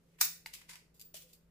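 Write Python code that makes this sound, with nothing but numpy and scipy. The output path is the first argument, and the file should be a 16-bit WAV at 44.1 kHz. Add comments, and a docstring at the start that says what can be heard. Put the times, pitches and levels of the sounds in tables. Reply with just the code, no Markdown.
"""Opening a can of soup

A small, hard-walled kitchen, heard close up on a stereo microphone. The pull-tab lid of a soup can
tears free with a sharp crack and rings. The can wall pops back with a hollow knock, the lid scrapes
on the can, and thick soup comes unstuck and flops into a steel pan. An appliance hums quietly."""
import sys
import numpy as np
from scipy import signal
from scipy.fft import rfft, irfft, next_fast_len
from scipy.io import wavfile

SR = 44100
rng = np.random.default_rng(int(sys.argv[2]) if len(sys.argv) > 2 else 0)


def dump_mix(stems):
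    """Bounce the given channels to the path in sys.argv[1] as a 16-bit WAV at rate SR."""
    frames = np.atleast_2d(stems).T  # one column per channel
    limited = np.clip(frames, -1, 1)  # hard clip at full scale
    pcm = np.round(limited * 32767).astype(np.int16)
    wavfile.write(sys.argv[1], SR, pcm)


N = 66150
T = np.arange(N) / SR
PAD = 2 * next_fast_len(N)
HZ = np.fft.rfftfreq(PAD, 1 / SR)


def from_db(db):
    """Decibels to gain."""
    return 10 ** (np.asarray(db) / 20)


def at_hz(points, hz):
    """Read a table on a log-frequency axis."""
    freqs, values = np.transpose(points)
    return np.interp(np.log(np.maximum(hz, 1)), np.log(freqs), values)


def colour(x, spectrum):
    """Causal filter with the given spectral shape and unit power gain."""
    gain = from_db(at_hz(spectrum, HZ))
    cepstrum = irfft(np.log(gain / np.sqrt(np.mean(gain ** 2))))
    cepstrum[1:PAD // 2] *= 2  # fold to minimum phase
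    cepstrum[PAD // 2 + 1:] = 0
    return irfft(rfft(x, PAD) * np.exp(rfft(cepstrum)))[..., :N]


def stereo(pair, correlation):
    """Two unrelated signals become left and right with a given correlation."""
    mid = np.sqrt((1 + correlation) / 2) * pair[0]
    side = np.sqrt((1 - correlation) / 2) * pair[1]
    return np.array([mid + side, mid - side])


def swell(peak_s, rise_s, decay_s):
    """Exponential rise to a peak, then exponential decay."""
    time_constants = np.where(T < peak_s, (peak_s - T) / rise_s, (T - peak_s) / decay_s)
    return np.exp(-np.minimum(time_constants, 40))


def ring(start_s, pitch_hz, level_db, t60_s, glide_hz_per_s=0):
    """One struck mode, whose pitch may glide."""
    age = np.maximum(T - start_s, 0)
    fall_db = np.minimum(60 * age / t60_s, 200)
    cycles = (pitch_hz + glide_hz_per_s * age / 2) * age
    return from_db(level_db - fall_db) * np.sin(2 * np.pi * cycles)


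def crackle(bursts, spectrum):
    """Bursts of tiny random fractures; a level is the burst's energy spread over burst_s."""
    grains_per_s, spread_db, burst_s = 13000, 2.5, .01
    out = np.zeros((2, N))
    for peak_s, level_db, rise_s, decay_s in bursts:
        born = rng.random(N) < grains_per_s / SR
        sizes = from_db(spread_db * np.minimum(rng.exponential(1, N), 4))
        grains = born * sizes * rng.choice([-1, 1], (2, N))
        burst = unit_energy(grains * swell(peak_s, rise_s, decay_s))
        out += from_db(level_db) * np.sqrt(burst_s * SR) * burst
    return colour(stereo(out, correlation=.011), spectrum)


def unit_energy(x):
    """Scale to an energy of one per channel."""
    return x / np.sqrt(np.sum(x ** 2, axis=-1, keepdims=True) + 1e-20)


def resonate(x, peaks):
    """The sound plus its ringing in a few resonances."""
    return x + sum(from_db(gain_db) * signal.lfilter(*signal.iirpeak(hz, hz / width_hz, fs=SR), x)
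                   for hz, width_hz, gain_db in peaks)


def room_tone():
    """An appliance's wavering hum over still air, centred in the bass and wide in the treble."""
    air_spectrum = [(25, 0.5), (60, -5), (100, -3), (200, -5), (320, -8.5), (500, -7), (750, -19.5),
                    (1500, -20.5), (4000, -30), (14000, -34)]  # still air: freq_hz, relative_db
    hum = [(57.5, -79, 3.5), (168.3, -73, 2.5), (146.2, -81.5, 2)]  # appliance tones: pitch_hz, rms_db, waver_db
    air_db, wide_above_hz = -72, 970
    correlation = .74 / (1 + (HZ / wide_above_hz) ** 2)
    noise = rfft(rng.standard_normal((2, PAD)))
    air = irfft(stereo(noise, correlation))[:, :N]
    out = from_db(air_db) * colour(air, air_spectrum)
    for pitch_hz, rms_db, waver_db in hum:
        waver = np.interp(T, np.linspace(0, T[-1], 16), rng.standard_normal(16))
        tone = np.sqrt(2) * np.sin(2 * np.pi * (pitch_hz * T + rng.random()))
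        out += from_db(rms_db + waver_db * waver) * tone
    return out


def rustle_and_scrapes():
    """A faint, hissy rustle of fingers swells first; short, bright metal scrapes follow."""
    bursts = [(.12, -70.5, 0.21, .05), (.4615, -48, 0.0015, 0.0091), (.538, -43, 0.0031, 0.012),
              (.552, -48.5, 0.0078, 0.0073)]  # finger rustle, then scrapes: peak_s, level_db, rise_s, decay_s
    spectrum = [(300, -31), (700, -21.5), (1000, -10.5), (1600, -11), (2300, 2), (3300, 1), (5000, 1),
                (8000, -0.5), (12000, -2.5), (15000, -3)]  # bright friction: freq_hz, relative_db
    return crackle(bursts, spectrum)


def tin_creaks():
    """The tin creaks under the fingers."""
    creaks = [(.145, -72, 0.023, 0.06), (.188, -59.5, .002, 0.013), (.471, -54, 0.0019, 0.0054),
              (.588, -62.5, 0.0059, 0.008), (.617, -58, 0.0033, 0.0074)]  # flexes of the tin: peak_s, level_db, rise_s, decay_s
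    spectrum = [(300, -15.5), (800, -0.5), (1300, -4.5), (2100, 6.5), (2900, 2.5), (3600, -4), (5000, -7),
                (8000, -5), (14000, -13)]  # creaking tin: freq_hz, relative_db
    return crackle(creaks, spectrum)


def lid_tear():
    """The seam rips, and the jolted can, its rim and the freed lid ring."""
    tears = [(.2114, -31.5, 0.0026, 0.0043), (.2124, -22.5, 0.00027, .002), (.2165, -23, 0.0041, .009),
             (.229, -31, 0.0027, .008), (.246, -35.5, 0.0029, .007)]  # rips in the seam: peak_s, level_db, rise_s, decay_s
    spectrum = [(50, -27), (130, -13), (330, -20), (560, -15.5), (760, -7.5), (920, -8.5), (1120, -5),
                (1450, -3.5), (2100, 0), (2750, -4), (3200, -11), (3700, 2), (6800, 4), (10000, -0.5),
                (12300, 1), (14000, 3)]  # the thin lid: freq_hz, relative_db
    modes = [(162, -58.5, 0.3), (902, -47, .05), (1476, -42.5, 0.066), (2603, -47, 0.24),
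             (5270, -43.5, 0.018), (6060, -42, 0.14), (6260, -49, 0.084), (6810, -39, .17),
             (6740, -46, 0.26), (13600, -46, .15), (14000, -42.5, .15)]  # can, rim and lid: pitch_hz, level_db, t60_s
    free_s = .2122
    return crackle(tears, spectrum) + sum(ring(free_s, *mode) for mode in modes)


def thin_tones():
    """A thin, very high tone swells and fades after the sharpest sounds."""
    tones = [(.228, 15320, -32, 0.0089, .008), (.25, 15320, -29, 0.0085, 0.01),
             (.295, 15500, -40, 0.016, 0.03), (1.055, 15100, -51.5, 0.008, 0.029),
             (1.21, 15350, -60, .03, 0.038)]  # high swells: peak_s, pitch_hz, level_db, rise_s, decay_s
    return sum(from_db(level_db) * swell(peak_s, rise_s, decay_s) * np.sin(2 * np.pi * pitch_hz * T)
               for peak_s, pitch_hz, level_db, rise_s, decay_s in tones)


def can_knock():
    """The wall of the full can pops back: one hollow knock, damped by the hand."""
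    modes = [(720, -57, 0.033), (891, -48, 0.044), (1496, -46, 0.015), (1952, -35.5, 0.012),
             (2180, -33.5, 0.014), (2800, -44.5, 0.025), (4100, -40, 0.013), (4840, -41.5, 0.029)]  # the can wall: pitch_hz, level_db, t60_s
    knock_s = .4602
    return sum((-1) ** k * ring(knock_s, *mode) for k, mode in enumerate(modes))


def lid_drag():
    """The lid sticks and slips against the mouth of the tipped can, exciting tinny resonances."""
    slips = [(.6955, -48.5, 0.0042, 0.0091), (.712, -49.5, .01, 0.016), (.735, -53, .004, 0.0085),
             (.7565, -53.5, 0.0014, 0.0054), (.768, -62, .004, 0.0042)]  # slips of the lid: peak_s, level_db, rise_s, decay_s
    spectrum = [(300, -17), (720, -12.5), (1000, 1), (1300, -3), (2300, 4), (3400, 0.5), (5000, 0.5),
                (8000, 0), (14000, -7.5)]  # lid on rim: freq_hz, relative_db
    resonances = [(898, 47, 5.5), (1534, 39, 5), (1960, 67, -7.5), (2295, 80, -9), (4770, 83, 4.5)]  # ringing tin: centre_hz, width_hz, gain_db
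    return resonate(crackle(slips, spectrum), resonances)


def soup_unsticking():
    """Sticky soup lets go with wet ticks, coloured by the emptying can."""
    ticks = [(.944, -60, 0.0019, 0.066), (.997, -53.5, 0.00088, 0.0019), (1.005, -54.5, 0.0033, 0.0027),
             (1.013, -49.5, 0.00063, 0.0031), (1.023, -52, 0.0065, 0.0035), (1.333, -54.5, 0.0018, 0.0065),
             (1.352, -64, .01, 0.0088)]  # soup letting go: peak_s, level_db, rise_s, decay_s
    spectrum = [(500, -23.5), (1700, -18.5), (2600, -8), (3300, -8.5), (4700, -1), (5800, -4.5),
                (7300, -1.5), (9800, -5), (11500, 0.5), (14500, 1.5)]  # wet ticks: freq_hz, relative_db
    resonances = [(2670, 360, -4), (3580, 180, 0.5), (4760, 140, -3.5), (7430, 120, 2)]  # the emptying can: centre_hz, width_hz, gain_db
    return resonate(crackle(ticks, spectrum), resonances)


def soup_landing():
    """Soup flops into the pan, trapping pockets of air that ring."""
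    splats = [(1.1438, -45.5, 0.0016, 0.0058), (1.153, -46, 0.0015, .012), (1.168, -45.5, 0.0077, 0.026),
              (1.222, -52.5, 0.0087, 0.014), (1.295, -59.5, 0.014, 0.046)]  # landings: peak_s, level_db, rise_s, decay_s
    spectrum = [(200, -19), (550, 0), (800, -10), (1800, -4), (3000, 6), (5000, 4), (8000, 5), (11000, 2),
                (14500, 4.5)]  # soup on steel: freq_hz, relative_db
    pockets = [(1.143, 624, -50.5, 0.045, -3), (1.236, 517, -69, 0.49, -350)]  # trapped air: start_s, pitch_hz, level_db, t60_s, glide_hz_per_s
    return crackle(splats, spectrum) + sum(ring(*pocket) for pocket in pockets)


def kitchen():
    """Diffuse response of the hard walls: builds up quickly and dies band by band."""
    decay_times = [(200, 0.24), (1000, 0.29), (2500, 0.37), (6000, 0.32), (14000, 0.31)]  # reverberation: freq_hz, t60_s
    build_s = .0025
    noise = rfft(stereo(rng.standard_normal((2, N)), correlation=.02), PAD)
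    edges_hz = np.geomspace(100, SR / 2, 9)
    tail = np.zeros((2, N))
    for low, high in zip(edges_hz, edges_hz[1:]):
        band = irfft(noise * ((HZ >= low) & (HZ < high)))[:, :N]
        t60_s = at_hz(decay_times, np.sqrt(low * high))
        tail += band * from_db(-60 * T / t60_s)
    return unit_energy(tail * (1 - np.exp(-T / build_s)))


def place(x, room, reverb_db, lean_db=0):
    """Direct sound plus reverberation at the microphone; lean_db lifts the left and lowers the right."""
    direct = x * np.ones((2, 1))
    reverb = signal.fftconvolve(direct, room, axes=1)[:, :N]
    return (direct + from_db(reverb_db) * reverb) * from_db([[lean_db], [-lean_db]])


def scene():
    """Can and soup close in front of the microphone, with the kitchen behind them."""
    room = kitchen()
    crack = place(lid_tear(), room, reverb_db=-5, lean_db=.25)
    handling = place(rustle_and_scrapes() + tin_creaks(), room, reverb_db=-4.5)
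    knock = place(can_knock(), room, reverb_db=-10.5)
    drag = place(lid_drag(), room, reverb_db=-4.5, lean_db=.55)
    soup = place(soup_unsticking() + soup_landing(), room, reverb_db=-7)
    return crack + handling + knock + drag + soup + thin_tones() + room_tone()


def record(dry):
    """A steep low-pass cuts the highest treble."""
    edge_hz = 15400
    return signal.sosfilt(signal.ellip(10, .1, 70, edge_hz, fs=SR, output="sos"), dry)


dry = scene()
out = record(dry)
dump_mix(out)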